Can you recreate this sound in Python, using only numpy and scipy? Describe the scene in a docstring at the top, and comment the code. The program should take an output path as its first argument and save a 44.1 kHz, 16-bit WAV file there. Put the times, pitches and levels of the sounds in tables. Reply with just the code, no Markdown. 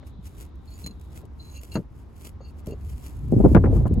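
"""A concrete yard, a tortoise plodding close by, followed on a hand-held camera's stereo microphone.
From the start, dry scrapes and rustles swell and stop over a low rumble and soft outdoor air.
From 0.7 s, small metal parts near the microphone (probably on a strap) squeal and clink.
The camera is bumped now and then, hardest at 1.8 s. After 3 s a gust rises, and buffets of air
hit the microphone and overload it."""
import sys
import numpy as np
from scipy import signal
from scipy.fft import rfft, irfft
from scipy.io import wavfile
from scipy.ndimage import uniform_filter1d

SR = 44100
rng = np.random.default_rng(int(sys.argv[2]) if len(sys.argv) > 2 else 0)


def bounce(signal):
    """Save signal as a 16-bit WAV file at the path given by the first command-line argument."""
    frames = np.transpose(np.atleast_2d(signal))
    limited = np.clip(frames, -1, 1)
    pcm = np.round(limited * 32767).astype(np.int16)
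    wavfile.write(sys.argv[1], SR, pcm)


N = 176400

# close scrapes and rustles (peak t/s, rise/s, fall/s, level/dB) and their spectrum (f/Hz, level/dB)
SCRAPES = [(.075, 0.034, 0.05, -54), (.262, 0.037, 0.06, -46.5), (0.419, 0.13, 0.066, -47.5),
           (.71, 0.12, 0.15, -56.5), (.81, 0.15, 0.17, -50), (1.05, 0.08, 0.083, -60),
           (1.174, 0.095, 0.065, -49), (1.45, 0.14, 0.23, -58.5), (1.577, 0.19, 0.024, -49.5),
           (1.636, 0.047, 0.085, -48), (1.741, 0.084, 0.082, -45), (1.99, 0.13, 0.12, -62.5),
           (2.264, 0.14, 0.059, -45), (2.5, 0.09, 0.035, -59), (2.599, 0.065, 0.023, -56),
           (2.69, 0.06, 0.065, -53), (2.9, 0.16, 0.16, -51.5), (3.051, 0.15, 0.19, -48),
           (3.535, 0.62, 0.094, -52), (3.66, 0.24, 0.058, -58.5), (3.756, 0.13, 0.15, -52.5)]
SCRAPE_COLOUR = [(300, 13), (900, -2.5), (1600, 0), (3000, -2.5), (5500, -5), (8000, -1), (10500, -0.5),
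                 (13000, -1.5), (16000, -11)]
# dry ticks (t/s, level/dB)
TICKS = [(.073, -55), (.555, -61), (0.8624, -34.5), (0.873, -39), (.9966, -58), (1.012, -49.5),
         (1.175, -45), (1.19, -52), (1.253, -53.5), (1.6137, -47), (2.255, -48), (2.271, -41.5),
         (2.291, -46.5), (2.66, -47.5), (2.669, -40), (2.708, -47.5), (2.972, -60), (3.3176, -49),
         (3.8672, -50.5), (3.8783, -47), (3.939, -47.5)]
# modes of the two metal parts (f/Hz, level/dB, t60/s)
SMALL_PART_MODES = [(4134, 0, .06), (4265, -11, .04), (6681, -6, .04), (6830, -13, .03), (11070, -14, .03)]
LARGE_PART_MODES = [(2730, -2, .06), (4472, 0, .05), (4600, -13, .03), (6630, -8, .04), (11200, -17, .04)]
# clinks (t/s, small part level/dB, large part level/dB)
CLINKS = [(0.8409, -37.5, -56), (0.862, -36, -64), (0.867, -33, -52), (0.909, -48.5, -58),
          (1.5615, -47, -56), (1.718, -43.5, -46), (1.755, -38, -36.5), (2.711, -65, -51)]
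# modes of the sliding metal (f/Hz) and its slides (t/s, length/s, pitch ratio, level/dB of each mode)
SLIDE_MODES = [2735, 4110, 4470, 6640]
SLIDES = [(.676, .016, 1.04, -85, -57, -80, -78), (.712, .024, 1.04, -85, -59, -70, -72),
          (.738, .032, 1.036, -85, -72, -66, -61), (1.393, .028, 1.003, -78, -52, -80, -71),
          (1.424, .08, .997, -78, -59, -80, -70), (1.512, .036, 1, -67, -65, -69, -61),
          (1.548, .048, 1, -58, -66, -66, -58), (1.718, .056, 1.003, -53, -72, -61, -61),
          (2.408, .038, 1, -76, -90, -66, -72), (2.447, .054, 1, -70, -90, -65, -82),
          (2.672, .032, 1.008, -65, -85, -67, -74), (2.71, .026, 1.014, -62, -85, -61, -68)]
# handling bumps (t/s, hold/s, level/dB, low-pass f/Hz) and camera body resonances (f/Hz, level/dB)
BUMPS = [(0.029, .003, -47.5, 2030), (0.139, 0.0033, -46.5, 500), (0.18, 0.013, -38, 149),
         (.845, 0.065, -42, 297), (1.233, 0.0025, -45.5, 905), (1.7554, 0.011, -22, 1620),
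         (1.775, 0.022, -26.5, 410), (2.406, 0.0037, -41.5, 1070), (2.674, 0.033, -33.5, 570),
         (2.722, 0.014, -34.5, 590)]
CAMERA_BODY = [(50, -14), (130, 3), (200, 3), (270, 1), (340, -7), (420, 4), (490, -3), (570, 0),
               (800, -15), (1150, -12), (2500, -17), (6000, -4)]
# buffets on the microphone (t/s, hold/s, level/dB, low-pass f/Hz, treble left minus right/dB)
BUFFETS = [(3.323, 0.015, -12.5, 520, -4.5), (3.364, 0.019, -15.5, 430, 1), (3.402, 0.0051, -12, 775, 0.5),
           (3.44, 0.0094, -9, 700, 0), (3.45, .013, -6, 740, 2.5), (3.515, 0.0034, -12.5, 400, -6),
           (3.549, 0.0073, -5.5, 2100, 18.5), (3.565, 0.0088, -7.5, 1700, 4.5),
           (3.64, 0.0057, -16.5, 1780, 6), (3.656, 0.0062, -17.5, 2000, 5.5),
           (3.67, 0.0089, -21, 1000, -2.5), (3.728, 0.0055, -21, 700, 3), (3.758, 0.014, -28, 1200, 12),
           (3.855, 0.014, -24, 1340, 11), (3.91, 0.014, -19, 400, 3), (3.975, 0.0092, -21, 570, 10)]
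# spectrum of a buffet (f/Hz, level/dB)
BUFFET_COLOUR = [(25, -19), (70, 1), (140, 4.5), (215, 8.5), (310, 0.5), (420, 0), (560, -7), (720, -10.5),
                 (1400, -18.5), (3000, -31), (6000, -34.5)]
# wind on the microphone: strength (t/s, level/dB) and spectrum (f/Hz, level/dB)
WIND_LEVEL = [(3.08, -54), (3.19, -35.5), (3.3, -27), (3.34, -20.5), (3.46, -14), (3.53, -16.5),
              (3.572, -8), (3.605, -17.5), (3.67, -16.5), (3.8, -15.5), (3.88, -22), (3.93, -21), (4, -19)]
WIND_COLOUR = [(15, -40.5), (35, -7.5), (55, 3), (115, 1), (170, -11), (280, -13.5), (450, -22.5),
               (800, -34.5), (1400, -55), (3000, -69), (8000, -88)]
# low rumble: strength (t/s, level/dB) and spectrum (f/Hz, level/dB)
RUMBLE_LEVEL = [(0, -44), (.15, -40), (.4, -42), (1, -42), (1.6, -42), (1.8, -42), (2.05, -47), (2.2, -46),
                (2.36, -41), (2.6, -41), (2.78, -35), (2.93, -32), (3.08, -41), (3.2, -36)]
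RUMBLE_COLOUR = [(15, -34), (35, -17), (52, -4), (68, 0), (80, -3), (105, -13), (160, -22), (300, -40),
                 (2000, -100)]
# outdoor air: strength (t/s, level/dB) and spectrum (f/Hz, level/dB)
AIR_LEVEL = [(0, -46), (.2, -49.5), (.5, -49.5), (1.1, -49), (2.1, -48.5), (2.8, -47.5), (4, -46.5)]
AIR_COLOUR = [(20, -5), (100, 1.5), (200, -3), (320, -6.5), (600, -19), (1000, -18.5), (1600, -28.5),
              (3000, -38), (6000, -44.5), (11000, -64), (16000, -61)]
# distant hiss: strength (t/s, level/dB) and spectrum (f/Hz, level/dB)
HISS_LEVEL = [(0, -70.5), (.55, -76.5), (1.22, -73), (1.3, -102), (2.1, -91), (2.6, -83.5), (4, -73.5)]
HISS_COLOUR = [(500, -23.5), (1600, -22), (3800, 22.5), (6000, -15.5), (10000, -18.5), (16000, -31)]
# left-right shift that the recorder's stereo processing gives close sounds (f/Hz, phase/rad)
STEREO_PHASE = [(100, 0), (950, .9), (1650, 3.1), (2400, 5.8), (3300, 8.2), (4300, 11), (5500, 14.6),
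                (6700, 12.8), (9100, 9.42), (11200, 6.28), (13600, 3.14), (15400, .1)]

SLIPS_PER_S, SLIP_SPREAD_DB = 5000, 2.8
SCRAPE_RANGE_DB = 25.5  # change over one rise or fall time
CLINK_CONTACT_S, CLINK_DETUNE = 0.00063, 0.0027
SQUEAL_WAVER, SQUEAL_RASP, SQUEAL_STUTTER_DB = .003, .35, 3
WIND_BRIGHT_HZ, WIND_FULL_DB = 323, -15.5  # the band above this pitch fills in up to this gust level
ECHO_S, ECHO_DB = .00935, -20
TOP_HZ = 15900


def scrapes():
    """Close on the concrete, each stroke swells and dies as a stream of tiny, uneven slips."""
    t = clock()
    power = np.zeros(N)
    for at, rise, fall, db in SCRAPES:
        from_peak = np.maximum((at - t) / rise, (t - at) / fall)
        power += undb(db - SCRAPE_RANGE_DB * from_peak ** 1.03) ** 2
    noise = stereo_noise(correlation=.94)
    slip_size = np.minimum(rng.exponential(size=N), 6)
    slips = (rng.random(N) < SLIPS_PER_S / SR) * undb(SLIP_SPREAD_DB * slip_size)
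    flutter = undb(wander(per_s=120))
    return colour(noise * slips, SCRAPE_COLOUR) * np.sqrt(power) * flutter


def ticks():
    """Snags give single dry ticks with the colour of the scrapes."""
    snags = sum(undb(db) * envelope(at, attack=.0004, hold=.0015, decay=.003) for at, db in TICKS)
    return snags * colour(stereo_noise(correlation=.94), SCRAPE_COLOUR)


def clinks(modes, part):
    """A struck metal part (0 small, 1 large) rings in its modes, slightly detuned at each contact."""
    age, out = clock()[:N // 16], np.zeros(N)
    modes_rms = np.sqrt(sum(undb(db) ** 2 for _, db, _ in modes) / 2)
    onset = 1 - np.exp(-age / CLINK_CONTACT_S)
    for hz, db, t60 in modes:
        fade = onset * undb(-60 * age / t60)
        for at, *levels in CLINKS:
            detune, phase = rng.standard_normal(2)
            pitch = hz * (1 + CLINK_DETUNE * detune)
            ring = np.sin(2 * np.pi * (pitch * age + phase)) * fade
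            first = int(at * SR)
            out[first:first + len(age)] += undb(levels[part] + db) / modes_rms * ring
    return out


def squeals():
    """Sliding keeps the metal's modes rasping; each new grip favours other modes and shifts the pitch."""
    slides = np.array(SLIDES)
    grips = np.array([envelope(at, attack=.0044, hold=span, decay=.0042) for at, span in slides[:, :2]])
    ratio = slides[np.argmax(grips, axis=0), 2]
    out = np.zeros(N)
    for hz, levels in zip(SLIDE_MODES, slides[:, 3:].T):
        pitch = hz * ratio * (1 + SQUEAL_WAVER * wander(per_s=120))
        rasp = 1 + SQUEAL_RASP * (wander(per_s=900) + 1j * wander(per_s=900))
        tone = np.imag(rasp * np.exp(2j * np.pi * np.cumsum(pitch) / SR))
        stutter = undb(SQUEAL_STUTTER_DB * wander(per_s=130))
        out += unit(tone * stutter) * (undb(levels) @ grips)
    return out


def bumps():
    """Handling noise: the camera body knocks and shudders dully when the grip shifts."""
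    return sum(undb(db) * thud(at, hold, CAMERA_BODY, hz, decay=.0075, jolt=.56, correlation=.96)
               for at, hold, db, hz in BUMPS)


def buffets():
    """Single eddies thump on the microphone ports, most of them brighter on the left."""
    return sum(
        undb(db) * thud(at, hold, BUFFET_COLOUR, hz, decay=.0062, jolt=.45, correlation=.58, pan_db=side)
        for at, hold, db, hz, side in BUFFETS)


def wind():
    """A gust roars on the microphone ports, brighter as it grows."""
    flow = steady(colour(stereo_noise(correlation=.75), WIND_COLOUR), samples=2600)
    low = irfft(rfft(flow) * low_pass(WIND_BRIGHT_HZ), N)
    gust = curve(WIND_LEVEL)
    brightness = np.minimum(gust / undb(WIND_FULL_DB), 1)
    return gust * (low + (flow - low) * brightness)


def rumble():
    """A narrow low rumble lies under everything, a little to the right."""
    noise = steady(colour(stereo_noise(correlation=.96), RUMBLE_COLOUR), samples=8000)
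    return noise * curve(RUMBLE_LEVEL) * pan(-2)


def outdoor_air():
    """The yard's ambience: soft, wide noise whose level drifts."""
    drift = undb(wander(per_s=8.2))
    return colour(stereo_noise(correlation=.39), AIR_COLOUR) * curve(AIR_LEVEL) * drift


def distant_hiss():
    """Far off, a faint hiss centred near 3.8 kHz drops away and returns."""
    return colour(stereo_noise(correlation=.39), HISS_COLOUR) * curve(HISS_LEVEL)


def close_pickup(x):
    """Close sounds come back once from a hard surface nearby; the recorder's stereo processing
    shifts them between left and right, differently at each pitch."""
    f = freqs()
    shift = np.interp(f, *np.array(STEREO_PHASE).T)
    echo = undb(ECHO_DB) * np.exp(-2j * np.pi * f * ECHO_S)
    left, right = rfft(x) * (1 + echo)
    return irfft(np.array([left * np.exp(1j * shift) * undb(.5), right]), N)


def thud(at, hold, resonances, cutoff_hz, decay, jolt, correlation, pan_db=0):
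    """A short shudder, led by a jolt sized relative to it, rings a resonant body."""
    size = 2 * (N // 32)
    f = freqs(size)
    shudder = np.exp(-np.maximum(np.arange(size) / SR - hold, 0) / decay)
    strength = np.linalg.norm(shudder)
    push = stereo_noise(correlation, size) * shudder
    push[:, 0] += jolt * strength
    # minimum phase, so the body rings only after the push
    cepstrum = irfft(np.log(response(resonances, size) * (low_pass(cutoff_hz, size) + 1e-4)))
    body = np.exp(rfft(2 * cepstrum[:size // 2], size) - cepstrum[0])
    ports = pan(pan_db / (1 + (680 / f) ** 2))  # the sides differ mainly above 680 Hz
    ring = unit(irfft(rfft(push) * body * ports)) * strength / np.sqrt(size)
    fade = np.minimum(np.linspace(2, 0, size), 1) ** 2
    return np.pad(ring * fade, ((0, 0), (int(at * SR), N)))[:, :N]


def undb(db):
    """Decibels to gain."""
    return 10 ** (np.asarray(db) / 20)


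def pan(db):
    """Channel gains for a left-minus-right level in dB."""
    return undb(np.array([[.5], [-.5]]) * db)


def unit(x):
    """Scale to an rms of 1."""
    return x / np.sqrt(np.mean(x ** 2) + 1e-30)


def steady(x, samples):
    """Divide a stereo signal by its running rms."""
    return x / np.sqrt(uniform_filter1d(np.mean(x ** 2, axis=0), size=samples))


def clock():
    """Time of every sample in seconds."""
    return np.arange(N) / SR


def freqs(size=N):
    """Frequency of every spectral bin, at least 1 Hz."""
    return np.maximum(np.arange(size // 2 + 1) * SR / size, 1)


def curve(points):
    """Gain per sample along (t/s, level/dB) points."""
    return undb(np.interp(clock(), *np.array(points).T))


def response(points, size=N):
    """Gain per bin along (f/Hz, level/dB) points."""
    hz, db = np.array(points).T
    return undb(np.interp(np.log(freqs(size)), np.log(hz), db))


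def colour(x, points):
    """Filter by (f/Hz, level/dB) points; rms 1."""
    return unit(irfft(rfft(x) * response(points), N))


def low_pass(hz, size=N, order=4.12):
    """Gain per bin of a steep treble cut."""
    return 1 / np.sqrt(1 + (freqs(size) / hz) ** (2 * order))


def stereo_noise(correlation, size=N):
    """Left and right white noise from mid and side; rms 1."""
    mid, side = rng.standard_normal((2, size))
    return unit(np.sqrt(1 + correlation) * mid + np.sqrt(1 - correlation) * np.array([side, -side]))


def wander(per_s):
    """Smooth random drift; rms 1."""
    step = int(SR / per_s)
    stairs = np.repeat(rng.standard_normal(N // step + 1), step)
    return unit(uniform_filter1d(stairs, step)[:N])


def envelope(start, attack, hold, decay):
    """Straight attack, hold, exponential decay; times in seconds."""
    age = clock() - start
    return np.clip(age / attack + .5, 0, 1) * np.exp(-np.clip((age - hold) / decay, 0, 40))


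def scene():
    """The yard from the camera's position: close sounds, handling, background and wind."""
    close = scrapes() + ticks()
    close += clinks(SMALL_PART_MODES, part=0) + clinks(LARGE_PART_MODES, part=1) + squeals()
    bed = distant_hiss() + bumps() + rumble() + outdoor_air()
    bed[0] *= undb(1.05)  # left channel slightly up
    return close_pickup(close) + bed + wind() + buffets()


def record(dry):
    """The recorder rounds off overloads and cuts the top."""
    limited = dry / (1 + (np.abs(dry) / .95) ** 6) ** (1 / 6)
    return signal.sosfilt(signal.ellip(10, .2, 70, TOP_HZ, fs=SR, output="sos"), limited)


dry = scene()
out = record(dry)
bounce(out)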